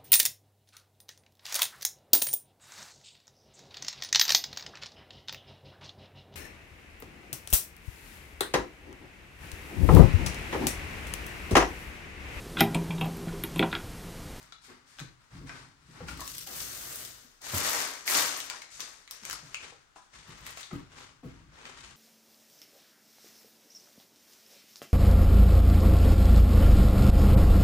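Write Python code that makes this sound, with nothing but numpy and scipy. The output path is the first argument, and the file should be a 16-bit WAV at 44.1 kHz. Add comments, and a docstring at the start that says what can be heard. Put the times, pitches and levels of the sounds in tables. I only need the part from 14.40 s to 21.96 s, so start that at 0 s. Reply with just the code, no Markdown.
"""Hands flatten a canvas under clear plastic film on a wooden table in a small room, tugging at its corners.
From 1.8 s a palm hisses across the film; from 3 s a plastic-wrapped roll is dragged up and carried off.
From 5.2 s a leaflet is waved about. Rubbing is coloured crackle and hiss, shaped stroke by stroke.
Throughout, creases snap as short bursts, blisters and sheets bend with gliding notes, and low air flutters.
A stereo microphone pair hears it with the room's reflections, over a faint hush."""
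import sys
import numpy as np
from scipy import signal
from scipy.fft import rfft, irfft
from scipy.io import wavfile
from scipy.ndimage import uniform_filter1d

SR = 44100
rng = np.random.default_rng(int(sys.argv[2]) if len(sys.argv) > 2 else 0)


def pcm_store(signal):
    """Save signal as 16-bit PCM."""
    levels = np.round(np.clip(np.atleast_2d(signal), -1, 1) * 32767)
    wavfile.write(sys.argv[1], SR, levels.astype(np.int16).T)


N = 333396
TIME, HZ = np.arange(N) / SR, np.fft.rfftfreq(N, 1 / SR)
STEPS = np.arange(0, N, 64) / SR  # coarser clock for the hand movements (s)

# Strokes of the hands, levels before each source's trim:
# start_s, rise_s, hold_s, level_db, fizz_db (relative to level), tilt_db_per_octave, air_db
# fingers tugging the canvas corners
TUGS = [(0.0, 0.0033, 0.024, -52.5, -17, 1, -60.5), (0.205, 0.044, 0.022, -51.5, -22, 5, -64),
        (0.27, 0.019, 0.011, -51, -25, -2.8, -72), (0.455, 0.021, 0.092, -57, -24, 3.5, -68),
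        (0.58, 0.0059, 0.0076, -50.5, -17, .5, -54), (0.79, 0.02, .01, -61.5, -24, 1.5, -80),
        (0.895, 0.031, 0.074, -53, -29, 0.5, -46.5), (1.055, 0.018, 0.12, -47.5, -32, 0.7, -56),
        (1.36, 0.2, 0.047, -55, -24, 2.5, -53), (1.52, 0.042, 0.098, -49.5, -32, -1, -56),
        (1.665, 0.017, 0.022, -42, -16.5, 1.9, -43)]
# the palm sweeping across the film, columns as above
SWEEPS = [(1.764, 0.1, 0.3, -48, -6, -3, -59.5), (2.106, 0.049, 0.079, -45.5, 0, 1.2, -49.5),
          (2.245, .08, 0.3, -47, -2, -0.05, -55.5)]
# the wrapped roll dragged and lifted, columns as above
ROLL_STROKES = [(3.006, 0.058, 0.098, -40.5, -15, 0.5, -58), (3.112, 0.035, 0.036, -34, -9.5, -1, -55),
                (3.171, 0.086, 0.13, -31, -12.5, -0.5, -57.5), (3.65, 0.045, 0.047, -31, -7, .5, -63),
                (3.725, 0.029, 0.033, -26.5, -13, 0.3, -53), (3.924, 0.016, 0.014, -44.5, -11, -2, -67),
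                (4.074, 0.017, 0.013, -45, -38, -1, -76), (4.29, 0.045, 0.026, -50.5, -32, 3, -62.5),
                (4.391, 0.0077, 0.0071, -44, -22, 0, -74), (4.694, 0.019, .02, -50.5, -24, 0.5, -72),
                (4.805, 0.076, .02, -46, -27, -0.5, -56.5), (5.023, .04, 0.08, -55, -31, -1, -64)]
# the leaflet swung in the hand, columns as above
LEAFLET_STROKES = [(5.181, 0.05, 0.013, -44.5, -39, 0, -63), (5.552, 0.0094, 0.0092, -57, -32, 4, -80),
                   (5.711, 0.044, 0.027, -48.5, -30, 1.2, -57.5), (5.84, 0.03, 0.17, -50, -27, -0.3, -53.5),
                   (6.038, 0.027, 0.027, -43, -17, 1, -72), (6.146, 0.034, 0.027, -46, -21, 3, -76),
                   (6.297, 0.027, 0.045, -49, -25, -2, -52), (6.482, 0.081, 0.058, -48.5, -28, -0.5, -58),
                   (6.822, 0.018, 0.16, -58, -37, -2, -50.5), (7.082, .15, 0.094, -49.5, -32, -1.5, -60.5),
                   (7.339, 0.046, 0.096, -50, -32, 1, -53.5)]
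# treble colour of fizzing film: frequency_hz, relative_db_per_hz
FIZZ_COLOUR = [(100, -60), (2000, -28), (5000, -30), (8000, -11.5), (10000, -12.5), (12500, -8),
               (15500, -7), (16300, -52)]


def canvas():
    """Fingers rub the corners of the canvas; then a palm skims the film with a thin hiss and presses down."""
    # rubbing colours of corners, skimmed film and pressed film: frequency_hz, relative_db_per_hz
    corner_colour = [(150, -43), (250, 6.5), (278, -4.5), (339, -16), (383, -2.5), (519, -12.5),
                     (1150, -5.5), (2140, -9.5), (2770, -14.5), (5010, -14.5), (9500, -24.5), (12400, -43),
                     (20900, -120)]
    skim_colour = [(120, -39), (200, -11), (427, -7.5), (600, -10), (661, -22), (815, -18), (1440, -2),
                   (1980, -6.5), (5760, 11), (9500, -6), (12400, -41), (20900, -120)]
    palm_colour = [(120, -34), (200, -7), (243, -1.5), (330, -6), (370, 1.5), (414, -4), (544, -4),
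                   (884, -9), (1410, -3), (2410, -8), (6340, -2), (9500, -16), (12400, -42), (20900, -120)]
    tug_release_s, sweep_release_s = 0.077, 0.15  # time to fall to 1/e
    grains = crackle(per_s=5800, spread_db=0.5, hiss=0.95)
    corners = rustle(TUGS, tug_release_s, corner_colour, grains, fizz_db=2, judder_db=1.1)
    skim = rustle(SWEEPS, sweep_release_s, skim_colour, grains, fizz_db=4.0, judder_db=3.5)
    press = rustle(SWEEPS, sweep_release_s, palm_colour, grains, fizz_db=3.0, judder_db=0.8)
    pressed = np.interp(TIME, [2.06, 2.14], [0, 1])  # skimming gives way to pressing
    palm = np.sqrt(1 - pressed) * gain_of(0.9) * skim + np.sqrt(pressed) * gain_of(-0.1) * press
    creases = ticks(SWEEPS, sweep_release_s, per_s=51, spread_db=2.5, tick_db=-24)
    return gain_of(-3.0) * corners + palm + creases


def roll():
    """The roll's wrapper scrapes densely on the table, then crinkles in louder separate ticks when carried."""
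    # rubbing colour of the wrapper: frequency_hz, relative_db_per_hz
    roll_colour = [(88, -59.5), (150, -22), (236, -5.5), (333, -5), (403, -2.5), (542, -4.5), (754, -4.5),
                   (912, -4), (1030, -1), (1430, -2), (1590, -1), (3130, -6), (6480, -1.5), (9500, -12),
                   (12400, -24.5), (20900, -120)]
    release_s = 0.11  # time to fall to 1/e
    grains = crackle(per_s=5500, spread_db=2.5, hiss=0.53)
    scrape = rustle(ROLL_STROKES, release_s, roll_colour, grains, fizz_db=2.0, judder_db=0.97)
    carried_db = np.interp(TIME, [3.85, 4.05], [0, 7])
    crinkles = ticks(ROLL_STROKES, release_s, per_s=55, spread_db=1.5, tick_db=-14)
    return gain_of(-0.03) * scrape + gain_of(carried_db) * crinkles


def leaflet():
    """Paper slides softly between the fingers and ticks as it flexes."""
    # rubbing colour of the paper: frequency_hz, relative_db_per_hz
    leaflet_colour = [(150, -59), (250, 9.5), (300, -15.5), (355, 3), (383, 1.5), (704, -5.5), (871, -1),
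                      (1090, 1.5), (1840, 0.5), (3990, -4), (6900, -5.5), (9500, -15), (12400, -37),
                      (20900, -120)]
    release_s = 0.069  # time to fall to 1/e
    grains = crackle(per_s=6000, spread_db=1, hiss=1.0)
    slide = rustle(LEAFLET_STROKES, release_s, leaflet_colour, grains, fizz_db=0.0, judder_db=2.5)
    flexing = ticks(LEAFLET_STROKES, release_s, per_s=25, spread_db=1, tick_db=-15.5)
    return gain_of(-3.0) * slide + flexing


def rustle(rows, release_s, colour, grains, fizz_db, judder_db):
    """Rubbed sheet: coloured crackle, brighter when rubbed sharply, catching and slipping unevenly."""
    level_db, fizz, _ = strokes(rows, release_s)
    hz, t, z = signal.stft(coloured(grains, colour), SR, nperseg=256)
    octaves = np.log2(np.clip(hz, 400, 9000) / 2500)[:, None]
    tilt_db = octaves * strokes(rows, release_s, t)[2]
    body = signal.istft(z * gain_of(tilt_db), SR, nperseg=256)[1][:, :N]
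    fizzing = gain_of(fizz + fizz_db) * coloured(grains, FIZZ_COLOUR)
    judder = evened(uniform_filter1d(rng.standard_normal(N), size=500))
    return gain_of(level_db + judder_db * judder) * (body + fizzing)


def crackle(per_s, spread_db, hiss, cycles=1.25, count=16, size=14):
    """Tiny facets buckle at random places, each ringing a cycle or two, over the smooth hiss of sliding."""
    t, out = np.arange(192) / SR, np.zeros((2, N))
    smooth = rng.standard_normal((2, N))
    for hz in np.geomspace(700, 15000, count):
        chance = per_s / count / SR * np.sqrt(hz / 4000)  # small facets are the more numerous
        at = np.flatnonzero(rng.random(N) < chance)
        draws = rng.random((N // 20, 3))
        strength, sign, place = draws[np.arange(len(at)) % (N // 20)].T
        sizes_db = spread_db * np.minimum(-np.log(1 - strength), 4.5)
        sizes = gain_of(sizes_db) * np.sign(sign - .5)
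        # mostly on the left, so the right hears them later (lags in samples)
        lags = np.round(size * (2 * place - .5)).astype(int)
        clicks = np.array([np.bincount(at, sizes, N), np.bincount((at + lags) % N, sizes, N)])
        ring = np.exp(-t * hz / cycles) * np.sin(2 * np.pi * hz * t)
        rung = signal.oaconvolve(clicks, ring[None], axes=1)[:, :N]
        out += np.sqrt(hz) * evened(rung)
    return evened(evened(out) + hiss * smooth)


def ticks(rows, release_s, per_s, spread_db, tick_db):
    """Now and then a tiny crease lets go on its own, louder when the sheet is handled harder."""
    sizes = gain_of(spread_db * np.minimum(rng.exponential(1, N), 2.5)) * (rng.random(N) < per_s / SR)
    level_db, fizz, _ = strokes(rows, release_s)
    bright = gain_of(fizz + 16.0) * coloured(sizes, FIZZ_COLOUR)
    dull_colour = [(300, -27), (1500, 5), (7000, 2.0), (11000, -28)]  # frequency_hz, relative_db
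    dull = gain_of(-16.0) * coloured(sizes, dull_colour)
    return gain_of(level_db + tick_db) * (bright + dull)


def push(rows, times, release_s):
    """How hard each stroke pushes, 0-1: a straight rise, a hold and an exponential release."""
    start, rise, hold = np.transpose(rows)[:3, :, None]
    age = times - start
    released = np.maximum(age - rise - hold, 0)
    return np.clip(age / np.maximum(rise, .002), 0, 1) * np.exp(-released / release_s)


def strokes(rows, release_s, times=TIME):
    """Level dB, fizz dB and tilt of overlapping strokes: powers add, and the strongest dominates the colour."""
    fizz_power = 0.63  # the fizz's share of the sound goes with this power of the push
    db, fizz_db, tilt = np.transpose(rows)[3:6, :, None]
    force = push(rows, STEPS, release_s)
    power = (force * gain_of(db)) ** 2 + 1e-16
    total = power.sum(0)
    share = power / total
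    fizz = (share * (gain_of(fizz_db) * force ** fizz_power) ** 2).sum(0) + 1e-16
    curves = 10 * np.log10(total), 10 * np.log10(fizz), (share * tilt).sum(0)
    return [np.interp(times, STEPS, curve) for curve in curves]


def snaps(ring_db=4.5, stiffness=0.16, ring_width=0.17, treble_db=3, rattle=0.41, thin_db=5, size=2048):
    """A crease flips with a click and a brief rattle, coloured by the ring of its patch of sheet."""
    # creases snapping, before the trim: start_s, level_db, ring_hz, relative treble_db, rattle decay_s
    creases = [(0.029, -45, 6840, 5, .0014), (0.123, -36, 3600, -38, 0.0023),
               (0.587, -34, 3150, -32, .0007), (0.5945, -31.5, 3610, -24, .0018),
               (0.601, -30.5, 1900, -18, 0.0012), (1.0941, -30, 2120, -50, 0.0013),
               (1.6846, -31, 2650, -28, .0015), (1.692, -36, 2840, -9, .0012), (1.774, -36, 2110, 7, .0012),
               (1.806, -29.5, 6450, 6, 0.0028), (1.8771, -27.5, 6400, 4, 0.0021),
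               (1.9175, -32, 7040, 8, .0013), (1.982, -24.5, 11900, -8, .0014),
               (2.0732, -30, 11800, 0, 0.0018), (2.203, -28.5, 5970, -20, 0.0039),
               (2.5586, -23.5, 15300, 10, .0008), (2.6502, -30, 6600, 5, 0.0022),
               (3.017, -38, 5400, 19, 0.0013), (3.1818, -19.5, 11800, -2, .0012),
               (3.678, -13, 2040, -30, 0.00079), (3.75, -14, 5100, -21, 0.0011),
               (4.0030, -22, 3870, -8, 0.0013), (4.1, -22, 5200, -11, 0.0015),
               (4.2191, -33, 2140, -26, .0032), (4.405, -26.5, 5670, -13, 0.0044),
               (4.6769, -37.5, 2050, -35, 0.0014), (4.7109, -26.5, 5330, 13, 0.0017),
               (4.835, -37, 2080, -22, .0012), (4.852, -26, 6260, -3, .0017),
               (4.8989, -22, 1690, -7, 0.0009), (4.9102, -24, 5230, -15, 0.0016),
               (4.9295, -24, 5140, 9, 0.0017), (5.1454, -18, 2450, -35, 0.00088),
               (5.153, -41, 2380, -36, .0012), (6.0662, -28, 2070, -11, .0014),
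               (6.1732, -34, 2380, -12, 0.0023), (6.2084, -33.5, 2120, -7, 0.0013),
               (6.2298, -36, 3750, -38, .005), (7.2542, -31.5, 2280, -60, 0.0013)]
    out, t, hz = np.zeros((2, N)), np.arange(size) / SR, np.fft.rfftfreq(size, 1 / SR)
    # frequency_hz, relative_db
    sheet_db = read([(100, -5), (500, -6), (1200, 5.0), (3500, 3.5), (6500, 4), (10000, -2), (16000, -4.0)], hz)
    top = read([(3000, 0.23), (7000, 0.31), (11000, 0.71)], hz)  # frequency_hz, share of treble_db
    noises = rng.standard_normal((len(creases), 2, size))
    for (s, db, ring_hz, treble, decay), noise in zip(creases, noises):
        envelope = np.exp(-t / max(decay, 1e-4))
        peak_db = ring_db - stiffness * min(treble, 0)  # dull, stiff creases ring more
        ring = peak_db / (1 + (np.log((hz + 1) / ring_hz) / ring_width) ** 2)
        # a small patch radiates little far below its ring
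        thin = thin_db * np.log2(np.clip(2 * hz / ring_hz, 1 / 8, 1))
        log_gain = np.log(gain_of(sheet_db + ring + thin + top * (treble + treble_db)))
        # minimum phase, so the sound starts with the click
        causal = np.exp(np.conj(signal.hilbert(np.r_[log_gain, log_gain[-2:0:-1]])))[:len(hz)]
        burst = irfft((1 + rfft(rattle * noise * envelope)) * causal)
        burst *= gain_of(db) * np.linalg.norm(envelope) / np.linalg.norm(burst, axis=1, keepdims=True)
        add(out[0], s, burst[0])
        add(out[1], s + .0001 * abs(noise[1, -1]), burst[1])  # the right hears it slightly later
    return gain_of(-2.5) * out


def pops():
    """Small blisters of film flip over quickly with a hollow note."""
    # blisters popping, before the trim: start_s, level_db, settled pitch_hz, decay_s
    blisters = [(0.123, -47.5, 1267, 0.0048), (0.587, -40, 1466, 0.0066), (1.096, -38, 1470, 0.0089),
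                (1.605, -45, 764, 0.008), (1.684, -34.5, 1320, 0.0044), (1.794, -35.5, 1090, 0.0037),
                (1.814, -30.5, 960, 0.0023), (2.070, -46.5, 715, 0.019), (3.135, -31, 526, 0.0043),
                (4.108, -35.5, 1320, 0.0029), (4.135, -41, 910, 0.005), (4.929, -36.5, 1236, 0.0029),
                (5.323, -45, 422, 0.0033), (5.560, -42.5, 694, 0.003), (5.561, -53, 990, 0.039),
                (6.173, -40, 680, 0.0017), (6.312, -41.5, 1200, 0.0047), (6.313, -53, 1910, 0.0086),
                (6.830, -55, 640, 0.021)]
    puff = [(200, -6), (600, -2.5), (1300, 4), (2000, -28.0), (5000, -37)]  # frequency_hz, relative_db
    notes = wobbles(blisters, rise_s=0.00073, bend_hz=108, glide_s=0.016,
                    puff=puff, puff_db=-7.0, overtones_db=1.0)
    return gain_of(-2.5) * notes


def flops():
    """Hands land softly and whole sheets slap down or swing over, as low gliding notes with a puff of air."""
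    # soft blows, before the trim: start_s, level_db, settled pitch_hz, decay_s
    blows = [(0.280, -51.5, 353, 0.038), (0.604, -37.5, 126.5, 0.029), (0.950, -43, 143.5, 0.024),
             (1.010, -39.5, 138, 0.015), (1.038, -40, 138, 0.027), (1.482, -49.5, 150, 0.032),
             (1.604, -38.5, 461, 0.012), (1.612, -43, 165, 0.024), (1.635, -41, 62, 0.034),
             (1.699, -39, 60.4, 0.066), (2.838, -56, 232, .014), (3.135, -27, 78, 0.02),
             (4.822, -49.5, 183, 0.016), (5.028, -47, 129, 0.025), (5.225, -55, 63, 0.026),
             (5.885, -46, 120.5, 0.026), (6.313, -39.5, 334, 0.024), (6.326, -32.5, 122, .016),
             (6.352, -38.5, 279, 0.02), (6.829, -38.5, 226, 0.023), (6.838, -47.5, 469, .02),
             (6.846, -39.5, 125.7, 0.032)]
    # frequency_hz, relative_db
    puff = [(40, -2), (110, 12), (320, 8.5), (500, -2.5), (1000, -40), (2500, -31)]
    notes = wobbles(blows, rise_s=0.012, bend_hz=77.4, glide_s=0.0114,
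                    puff=puff, puff_db=-7.5, overtones_db=-9.5)
    return gain_of(-4.5) * notes


def wobbles(rows, rise_s, bend_hz, glide_s, puff, puff_db, overtones_db):
    """A patch of sheet bends over: its notes glide down as the tension changes, with a puff of air."""
    # ringing of a bending sheet: factor (on its lowest note), relative_db
    sheet_modes = [(1, -0.5), (1.6, -8), (2.3, -21), (3.4, -9.5)]
    out, t = np.zeros(N), np.arange(SR // 3) / SR
    air = gain_of(puff_db) * coloured(rng.standard_normal(N), puff)
    for s, db, hz, decay in rows:
        turns = np.cumsum(hz + bend_hz * np.exp(-t / glide_s)) / SR
        fade = np.exp(-t / max(decay, .002))
        envelope = (1 - np.exp(-t / rise_s)) * fade
        sound = air[round(s * SR):][:len(t)]
        for k, (factor, mode_db) in enumerate(sheet_modes):
            gain = gain_of(mode_db + overtones_db * (k > 0))
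            # higher notes die sooner
            sound = sound + gain * fade ** (k / 2) * np.sin(2 * np.pi * factor * turns)
        add(out, s, gain_of(db) * envelope / envelope.max() * sound)
    return out


def flutter():
    """Low lumpy air from the sheets, which follows each stroke late and settles slowly."""
    # colour of the moving air: frequency_hz, relative_db_per_hz
    flutter_colour = [(15, -35), (25, -15), (60, 4), (74, -4), (97, -1.5), (134, 1), (277, -16), (325, -9),
                      (450, -37), (580, -44.5), (990, -120)]
    lag_s, release_s = 0.014, 0.13
    rows = np.vstack([TUGS, SWEEPS, ROLL_STROKES, LEAFLET_STROKES])
    sway = gain_of(rows[:, -1:]) * push(rows, STEPS - lag_s, release_s)
    strength = np.interp(TIME, STEPS, np.linalg.norm(sway, axis=0))
    return gain_of(-5.0) * strength * coloured(rng.standard_normal(N), flutter_colour)


def room(x, wet_db):
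    """The direct sound, dense reflections that die band by band, and one low standing wave."""
    # reverberation: frequency_hz, t60_s
    room_t60 = [(100, 0.47), (300, 0.3), (1500, 0.33), (6000, 0.33), (10000, 0.13), (16000, 0.061)]
    # standing wave: frequency_hz, t60_s, level_db
    room_mode = (277, 1, -33.5)
    taps = rng.standard_normal((2, SR // 2)) * (rng.random((2, SR // 2)) < .12)
    taps[:, :SR // 400] = 0  # no reflection in the first 2.5 ms
    hz, t, z = signal.stft(taps, SR, nperseg=256)
    # frequency_hz, relative_db
    walls_db = read([(100, -7.0), (1200, -0.5), (7000, -0.5), (11000, 7.5), (16000, -10.5)], hz)[:, None]
    decay_db = -60 * t / read(room_t60, hz)[:, None]
    tail = signal.istft(z * gain_of(walls_db + decay_db), SR, nperseg=256)[1]
    tail *= gain_of(wet_db) / np.linalg.norm(tail, axis=1, keepdims=True)
    mode_hz, t60, mode_db = room_mode
    age = TIME[:tail.shape[1]]
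    mode = gain_of(-60 * age / t60) * np.cos(2 * np.pi * mode_hz * age)
    tail += gain_of(mode_db) * mode / np.linalg.norm(mode)
    return x + signal.fftconvolve(np.atleast_2d(x), tail, axes=1)[:, :N]


def room_hush():
    """The quiet of the room: steady coloured noise, independent on the two sides."""
    # colour of the quiet: frequency_hz, relative_db_per_hz
    hush_colour = [(15, -28.5), (25, 12), (93, -2.5), (673, -7), (1420, 1), (2130, -7), (6900, -12),
                   (12100, -25), (13800, -52), (15000, -29)]
    return gain_of(-66) * coloured(rng.standard_normal((2, N)), hush_colour)


def gain_of(db):
    """Decibels to amplitude."""
    return 10 ** (np.asarray(db) / 20)


def evened(x):
    """Scales to unit rms."""
    return x / np.sqrt(np.mean(x ** 2) + 1e-20)


def read(points, hz):
    """Reads a table on a log-frequency axis."""
    f, value = np.transpose(points)
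    return np.interp(np.log(hz + 1), np.log(f + 1), value)


def coloured(x, spectrum):
    """Filters x by a spectrum table, at unit rms."""
    return evened(irfft(rfft(x) * gain_of(read(spectrum, HZ)), N))


def add(mix, s, sound):
    """Mixes a sound in at time s."""
    part = mix[max(round(s * SR), 0):][:len(sound)]
    part += sound[:len(part)]


def scene():
    """All the handling in the room, over its faint hush."""
    rubbing = gain_of(-0.5) * room(canvas() + roll() + leaflet(), wet_db=-5.5)
    snapping = room(snaps(), wet_db=-2.0)
    popping = room(pops(), wet_db=2.5)
    flopping = room(flops() + flutter(), wet_db=-3.5)
    return rubbing + snapping + popping + flopping + room_hush()


def record(dry):
    """The pair partly shares the bass and, with a turning phase, the top treble; the left is the brighter."""
    # microphone balance: frequency_hz, left_minus_right_db
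    balance = [(60, 4), (200, 3.5), (1400, 4), (2400, 2.5), (4000, 7), (5300, 10.5), (7000, 11),
               (8300, 3.5), (9600, -2.5), (11000, -0.5), (16000, 0)]
    # sound common to both microphones: frequency_hz, share (0-1)
    common_share = [(150, 0.35), (300, 0), (550, 0), (9000, 0), (10300, 0.78), (11400, 1)]
    in_step_hz, phase_turn_hz = 12050, 3480  # where the sides agree, and the span of one full phase turn
    left, right = rfft(dry)
    common = np.clip(read(common_share, HZ), 0, 1)
    turn = np.exp(2j * np.pi * (HZ - in_step_hz) / phase_turn_hz * (HZ > SR / 8))
    right = common * turn * left + np.sqrt(1 - common ** 2) * right
    lean = gain_of(read(balance, HZ))
    pair = irfft(np.array([left * lean, right]) * np.sqrt(2 / (1 + lean ** 2)), N)
    # nothing above the top edge of 16.4 kHz
    low_pass = signal.firwin(511, 16400, window=("kaiser", 9), fs=SR)
    return signal.oaconvolve(pair, low_pass[None], "same")


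dry = scene()
out = record(dry)
pcm_store(out)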